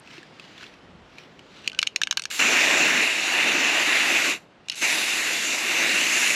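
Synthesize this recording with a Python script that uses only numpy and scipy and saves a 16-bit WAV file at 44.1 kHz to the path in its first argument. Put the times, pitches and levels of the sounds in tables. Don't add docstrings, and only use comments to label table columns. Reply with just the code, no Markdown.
import sys
import numpy as np
from scipy import signal
from scipy.fft import rfft, irfft
from scipy.io import wavfile
from scipy.ndimage import uniform_filter1d

SR = 44100
rng = np.random.default_rng(int(sys.argv[2]) if len(sys.argv) > 2 else 0)


def magnitude_from_level(level_db):
    exponent = np.asarray(level_db, float) / 20
    return 10 ** exponent


def transcribe(u):
    v = np.clip(np.atleast_2d(u).T, -1, 1)
    q = np.round(v * 32767).astype(np.int16)
    wavfile.write(sys.argv[1], SR, q)


N = 280029

# start in seconds, peak level in dB, ring of the base in dB,
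# ring of the shoulder in dB (both over the ring of the wall).
KNOCKS = [(1.6758, -4, -43, -6), (1.6974, -25, -24, -21), (1.717, -28, -18, -17), (1.731, -30, -4, -10),
          (1.7474, -25, -27, -30), (1.7893, -4, -42, -10), (1.8161, -15.5, -25, 7), (1.8281, -4, 3, -11),
          (1.868, -24, -29, -13), (1.8716, -5.5, -39, -4), (1.9603, -5, -38, 3), (2.0157, -7, 20, 9),
          (2.034, -4.5, -31, 1.5), (2.0716, -13, 3, -6), (2.1103, -4.5, 0.5, 6), (2.1254, -11, 25, 16),
          (2.1715, -5, 4, 8), (2.1747, -11, 18, 8), (2.195, -14, 3, 8), (2.2199, -16.5, -3, 9),
          (2.2373, -21, -4, 15), (2.2538, -11, 4, 3), (2.3113, -19, 8, 3), (4.6846, -16.5, -14, 4),
          (4.6978, -8.5, -32, 4)]
# leak opens in seconds, jet opens in seconds, finger lifts in seconds,
# time the valve takes to open in seconds.
PRESSES = [
    (2.302, 2.391, 4.298, .004),
    (4.754, 4.815, 7.0, .028),
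]


def evened(x):
    return x / np.sqrt(np.mean(x ** 2) + 1e-20)


def read(points, hz):
    f, value = np.transpose(points)
    return np.interp(np.log(hz + 1), np.log(f + 1), value)


def add(mix, s, sound):
    part = mix[round(s * SR):][:len(sound)]
    part += sound[:len(part)]


def bandpass(x, order, low_hz, high_hz):
    return signal.sosfilt(signal.butter(order, [low_hz, high_hz], "bandpass", fs=SR, output="sos"), x)


def causal(points):
    log_gain = np.log(magnitude_from_level(read(points, abs(np.fft.fftfreq(2048, 1 / SR)))))
    return np.fft.ifft(np.exp(np.conj(signal.hilbert(log_gain)))).real[:512]


def swells(rows, rise=1.0):
    t = np.arange(N) / SR
    power = 0
    for s, db, fall in rows:
        falls = np.maximum((t - s), (s - t) / rise) / fall
        power = power + magnitude_from_level(db - 8 * falls) ** 2
    return np.sqrt(power)


def hiss(points, patchy_db, flicker_db, drift_db):
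    frames, hz = N // 128 + 6, np.fft.rfftfreq(512, 1 / SR)
    a, b, fine, broad = rng.standard_normal((frames, 257, 4)).T
    patches = uniform_filter1d(fine, size=6, axis=0)
    patches = evened(uniform_filter1d(patches, size=30, axis=1))
    drifts = uniform_filter1d(broad, size=7, axis=0)
    drifts = uniform_filter1d(drifts, size=90, axis=1)
    drifts = evened(uniform_filter1d(drifts, size=50, axis=1))
    drifts = drifts * np.clip(hz / 6000, .2, 1.5)[:, None]
    flicker = evened(uniform_filter1d(rng.standard_normal(frames), size=4))
    z = (a + 1j * b) * magnitude_from_level(patchy_db * patches + flicker_db * flicker + drift_db * drifts)
    spectrum = rfft(signal.istft(z, nperseg=512, noverlap=384)[1][:N])
    return spectrum * magnitude_from_level(read(points, np.fft.rfftfreq(N, 1 / SR)))


def yard():
    # frequency in Hz, level in dB per Hz.
    wash_colour = [(20, -30), (60, -15), (150, 1), (300, -0.5), (1000, -8), (3000, -14.5), (6000, -28.5),
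                   (9000, -38.5), (16000, -70)]
    # peak time in seconds, level in dB, time to fall by 8 dB in seconds.
    gusts = [
        (1.0, -54, .08),
        (1.75, -68, .4),
        (2.74, -62, .35),
        (4.1, -64, .2),
        (6.3, -63, .12),
    ]
    calm_db = -75
    duck_db, duck_from_s, duck_s = -3.3, 1.7, .4
    ducking_db = duck_db * np.clip((np.arange(N) / SR - duck_from_s) / duck_s, 0, 1)
    leaves = irfft(hiss(wash_colour, patchy_db=.6, flicker_db=.5, drift_db=-0.7), N)
    wash = magnitude_from_level(-51 + ducking_db) * evened(leaves)
    puffs = evened(bandpass(rng.standard_normal(N), 3, 40, 95))
    return wash + magnitude_from_level(-4) * (magnitude_from_level(calm_db) + swells(gusts, rise=1.6)) * puffs


def steps():
    # frequency in Hz, level in dB per Hz.
    grass_colour = [(400, -35), (900, -10), (1500, -2.5), (2700, 0), (4500, -2.5), (7000, -12), (9500, -21),
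                    (12000, -31), (16000, -44)]
    # peak time in seconds, level in dB, time to fall by 8 dB in seconds.
    treads = [
        (.15, -49.5, .06),
        (.45, -55, .1),
        (.62, -49, .05),
        (1.19, -55.5, .05),
        (1.58, -52, .08),
    ]
    # peak time in seconds, level in dB, time to fall by 8 dB in seconds.
    grips = [
        (1.665, -46, .015),
        (1.83, -52, .08),
        (2.1, -61, .06),
        (2.27, -57, .025),
        (4.66, -56, .006),
        (4.728, -42, .022),
    ]
    # start in seconds, peak level in dB, pitch in Hz.
    snaps = [(0.0343, -69, 2520), (0.0618, -39.5, 2530), (0.0747, -31.5, 2600), (0.1116, -33, 2970),
             (0.1802, -31.5, 2660), (0.23, -31, 1710), (0.397, -24.5, 2600), (0.4404, -35, 2900),
             (0.5794, -29.5, 3480), (0.61, -32.5, 1610), (0.63, -27.5, 1480), (0.6407, -28, 2640),
             (0.666, -31.5, 3510), (0.7397, -39, 2630), (1.1558, -42, 1670), (1.1837, -25.5, 2430),
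             (1.1994, -41, 2320), (1.2355, -37, 2930), (1.3926, -28.5, 2900), (1.4651, -40, 1340),
             (1.6447, -30.5, 2830)]
    # start in seconds, peak level in dB, pitch in Hz, length in cycles.
    thuds = [
        (0.176, -38.5, 340, 7.1),
        (0.848, -49, 172, 5),
        (0.898, -48, 217, 4.5),
        (0.941, -42, 180, 4.6),
        (1.675, -34, 330, 1.6),
    ]
    tail_db, tail_s, treble_db = -11, .25, -6.5

    t, hz = np.arange(N) / SR, np.fft.rfftfreq(N, 1 / SR)
    grains = magnitude_from_level(3.7 * np.minimum(rng.exponential(1, N), 5))
    grains = grains * (rng.random(N) < 900 / SR)
    grainy = 1 + 0.14 * evened(signal.fftconvolve(grains, np.exp(-t[:300] / 0.0012))[:N])
    spectrum = hiss(grass_colour, patchy_db=-0.5, flicker_db=0.9, drift_db=-2.7)
    dull = 1 / (1 + (hz / 3500) ** 6)
    body = evened(grainy * irfft(spectrum * dull, N))
    treble = evened(grainy * irfft(spectrum * (1 - dull), N))
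    wall = evened(bandpass(body, 2, 2350, 3050))

    tails = [(s, db + tail_db, tail_s) for s, db, fall in treads[:-1]]
    level = swells(treads[:-1], rise=1.1) + swells(tails, rise=.3)
    level = level + swells(treads[-1:]) * (t < KNOCKS[0][0])
    out = level * (body + magnitude_from_level(treble_db) * treble)
    out += swells(grips, rise=.9) * (.6 * body + .4 * treble + 0.61 * wall)
    for s, peak_db, pitch_hz in snaps:
        crack = signal.fftconvolve(rng.standard_normal(800), causal(grass_colour))[:800]
        tone = np.sin(2 * np.pi * pitch_hz * t[:800])
        snap = magnitude_from_level(-60 * t[:800] / 0.023) * (tone + 0.5 * evened(crack))
        add(out, s, magnitude_from_level(peak_db - 3.5) * snap / abs(snap).max())
    for s, peak_db, pitch_hz, cycles in thuds:
        length = round(max(cycles, 1) / pitch_hz * SR)
        add(out, s, magnitude_from_level(peak_db) * np.sin(2 * np.pi * pitch_hz * t[:length]) * np.hanning(length))
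    return out


def rolling(t):
    # start in seconds, end in seconds, pitch in Hz, level in dB.
    start, end, hz, db = (1.722, 1.79, 1520, -50)
    rub = rng.standard_normal(round(.07 * SR))
    ring = magnitude_from_level(-60 * t / 0.064) * np.sin(2 * np.pi * hz * t)
    hum = signal.fftconvolve(rub, ring)[:round((end - start) * SR)]
    return start, magnitude_from_level(db) * evened(hum) * signal.windows.tukey(len(hum), .3)


def rattle():
    # frequency in Hz, level in dB, time to fall by 60 dB in seconds.
    can_modes = [
        [(1050, -30, .015), (1640, 24.5, 0.014), (2270, 16, 0.017)],
        [(2550, 12, .016), (2940, 20, 0.015)],
        [(3760, 7.5, 0.0072), (4230, -1.5, 0.019)],
        [(5330, 9.5, 0.011), (5820, 6.5, 0.012), (6570, -3, 0.03), (8150, -5, .014), (9930, -11, 0.02),
         (11400, -31, 0.015)],
    ]
    # frequency in Hz, level in dB.
    crack_points = [(300, -59), (900, -23), (1600, -12), (2750, 8), (3300, -0.5), (4500, -2.5), (7000, -7),
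                    (8500, -20), (11000, -25), (12500, -50), (16000, -70)]
    # start in seconds, peak level in dB.
    chatter = [
        (4.7154, -23),
        (4.7192, -21),
        (4.723, -22),
        (4.73, -27),
        (4.7364, -26),
        (4.7424, -29),
        (4.7456, -27),
    ]
    chatter_base_db, chatter_shoulder_db = -13, -3
    rim_db = -1.5

    out, t, crack_colour = np.zeros(N), np.arange(3000) / SR, causal(crack_points)
    short = t[:600]
    bounces = [(*row, chatter_base_db, chatter_shoulder_db) for row in chatter]
    for s, peak_db, base_db, shoulder_db in KNOCKS + bounces:
        shares_db = [base_db, 0, shoulder_db, shoulder_db + rim_db]
        contact = rng.standard_normal(600) * np.minimum(short / 0.00087, 1) ** 2
        detune = 1 + .045 * rng.uniform(-1, 1, (4, 6))
        spot_db = 2.5 * rng.uniform(-1, 1, (4, 6))
        blow = contact * np.exp(-short / 0.00084)
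        rings = 0
        for g, modes in enumerate(can_modes):
            ring = np.zeros(3000)
            for k, (hz, db, t60) in enumerate(modes):
                decay = magnitude_from_level(db + spot_db[g, k] - 60 * t / t60)
                ring += decay * np.sin(2 * np.pi * hz * detune[g, k] * t)
            ring = signal.fftconvolve(blow, np.gradient(ring))[:3000]
            rings = rings + magnitude_from_level(shares_db[g]) * evened(ring)
        crack = signal.fftconvolve(contact * np.exp(-short / 0.0027), crack_colour)
        crack = np.pad(crack, (0, 3000))[:3000]
        knock = evened(rings) + magnitude_from_level(-4.0 + 0.25 * peak_db) * evened(crack)
        add(out, s, magnitude_from_level(peak_db) * knock / abs(knock).max())
    add(out, *rolling(t))
    scatter = rng.standard_normal(4000) * magnitude_from_level(-60 * np.arange(4000) / SR / 0.1)
    out = out + magnitude_from_level(-19.5) * signal.fftconvolve(out, scatter / np.linalg.norm(scatter))[:N]
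    return bandpass(out, 3, 800, 9000)


def held():
    # time in seconds, hand shades the can in dB, jet aims past the camera in dB,
    # nozzle faces the camera in dB.
    hold = [
        [(2.45, 0.3, 0.5, 3), (2.95, 0.6, -2.5, 1), (3.05, -1, 1.5, -3), (3.15, -6, 0.4, -3.5),
         (3.27, -4.5, 0.8, -2), (3.36, -.5, -.5, -5), (3.6, -.6, -2.5, .8), (3.8, -.6, -1, -1.5),
         (4.0, -.7, 3.5, -1.2)],
        [(4.85, -2.5, 5, 1.5), (5.0, -3.8, 7, -1.5), (5.3, -6, 5.5, -2), (5.47, -7.5, 4.5, 1),
         (5.6, -7.5, 3.5, -.5), (5.7, -3.5, 3, -3), (5.8, -2.2, 1.5, 0.3), (6.0, -2.3, 5.5, 1.5),
         (6.25, -2.2, 6.5, 3)],
    ]
    s, *columns_db = np.transpose(hold[0] + hold[1])
    return [np.interp(np.arange(N) / SR, s, db) for db in columns_db]


def jet():
    # frequency in Hz, level in dB per Hz.
    jet_colour = [(40, -64.5), (150, -21), (300, -6), (480, -13), (650, -9.5), (1300, -13), (2000, -5.5),
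                  (2750, -2), (3200, -14.5), (3700, -10), (5100, -16.5), (5600, -14.5), (7300, -12.5),
                  (7700, -19), (8700, -21.5), (9700, -20.5), (10800, -26.5), (11400, -24), (12500, -32),
                  (14000, -35), (15000, -40), (16000, -54)]
    # edge in Hz between neighbours among rumble, hiss, fizz, sizzle and air.
    layer_edges_hz = [1200, 3200, 5000, 7600]
    # level in dB of one layer, for the full jet, then for the leak of each press.
    jet_db = [-32.5, -21.5, -33.3, -34.1, -41]
    leaks_db = [
        [-47, -33.5, -36.5, -36.5, -40],
        [-52, -39, -39, -39, -42],
    ]
    # share of the shade, aim or facing in dB that reaches one layer, as a ratio.
    shade_share = [.75, 1.0, .2, 0.0, .35]
    aim_share = [-.35, 0.0, .1, 0.0, 1.0]
    face_share = [0.0, 0.0, 0.0, 1.0, .1]
    # change in dB of one layer, as stored pressure leaves first, then as the valve chokes.
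    surge_db = [1.5, 1.5, 1.5, 1.5, 1.5]
    choke_db = [-22, -30, -28, -30, -28]
    swell_db, swell_s = -7, .03
    surge_s, close_s = .04, .09
    dribble_db_per_s = 240

    spectrum = hiss(jet_colour, patchy_db=1.4, flicker_db=0.6, drift_db=0.92)
    hz = np.fft.rfftfreq(N, 1 / SR)
    below = [1 / (1 + (hz / edge) ** 12) for edge in layer_edges_hz]
    shares = np.diff([0 * hz] + below + [0 * hz + 1], axis=0)
    layers = np.array([evened(irfft(spectrum * share, N)) for share in shares])

    t, level = np.arange(N) / SR, 0
    shade_db, aim_db, face_db = held()
    full_db = np.c_[jet_db] + np.c_[shade_share] * shade_db
    full_db = full_db + np.c_[aim_share] * aim_db + np.c_[face_share] * face_db
    for (leak, full, lift, opening), leak_db in zip(PRESSES, leaks_db):
        thin_db = np.c_[leak_db] + swell_db * np.exp(-abs(t - leak) / swell_s)
        close_db = np.c_[choke_db] * np.clip((t - lift) / close_s, 0, 1) ** 2
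        close_db = close_db - dribble_db_per_s * np.maximum(t - lift - close_s, 0)
        open_db = full_db + np.c_[surge_db] * np.exp(-abs(t - full) / surge_s) + close_db
        spraying = np.clip((t - full) / opening + .5, 0, 1) ** 2
        level = level + (t > leak) * (1 - spraying) * magnitude_from_level(thin_db) + spraying * magnitude_from_level(open_db)
    return (level * layers).sum(0)


def scene():
    mono = yard() + steps() + rattle() + jet()
    return np.array([mono, mono])


def top_cut(x):
    return signal.sosfilt(signal.butter(12, 15810, fs=SR, output="sos"), x)


def record(dry):
    # frequency in Hz, side over mid in dB.
    port_colour = [(30, -35), (150, -27), (900, -28.5), (1500, -35.5), (8000, -29.5), (10500, -24),
                   (11500, -6.5), (13000, 8.5), (16000, 7)]
    hz, t, z = signal.stft(dry.mean(0), SR, nperseg=256)
    z = z * (hz < 15850)[:, None]
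    unrelated = np.exp(2j * np.pi * rng.random(z.shape[::-1]).T)
    shade_db, aim_db, face_db = (np.interp(t, np.arange(N) / SR, db) for db in held())
    spraying = t > PRESSES[0][0]

    top = np.clip((hz - 12600) / 1200, 0, 1)[:, None]
    bearing_db = top * (3 - .2 * shade_db - 1.0 * aim_db + .7 * face_db) * spraying
    edge = np.clip((hz - 14600) / 600, 0, 1)[:, None]
    edge_db = edge * (6.5 + 2.2 * shade_db - 1.1 * aim_db)
    narrow_side_db = -16
    spray_side_db = np.clip(-9 + 16 * face_db, narrow_side_db, 8)
    bass_side_db = (hz < 1100)[:, None] * np.where(spraying, spray_side_db, narrow_side_db)

    side_db = read(port_colour, hz)[:, None] + bass_side_db + .8 * edge_db
    side_db = side_db - 14 * np.clip((hz - 14600) / 900, 0, 1)[:, None]
    side = z * magnitude_from_level(side_db) * (-.4 + .3j + 0.67 * unrelated)
    side = signal.istft(side, SR, nperseg=256)[1][:N]
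    mid = signal.istft(z * magnitude_from_level(bearing_db + edge_db), SR, nperseg=256)[1][:N]
    off = (np.fft.rfftfreq(N, 1 / SR) - 9000) / 330
    mid = irfft(rfft(mid) * (.005 + 1j * off) / (1 + 1j * off), N)
    return top_cut(np.array([mid + side, mid - side]))


dry = scene()
out = record(dry)
transcribe(out)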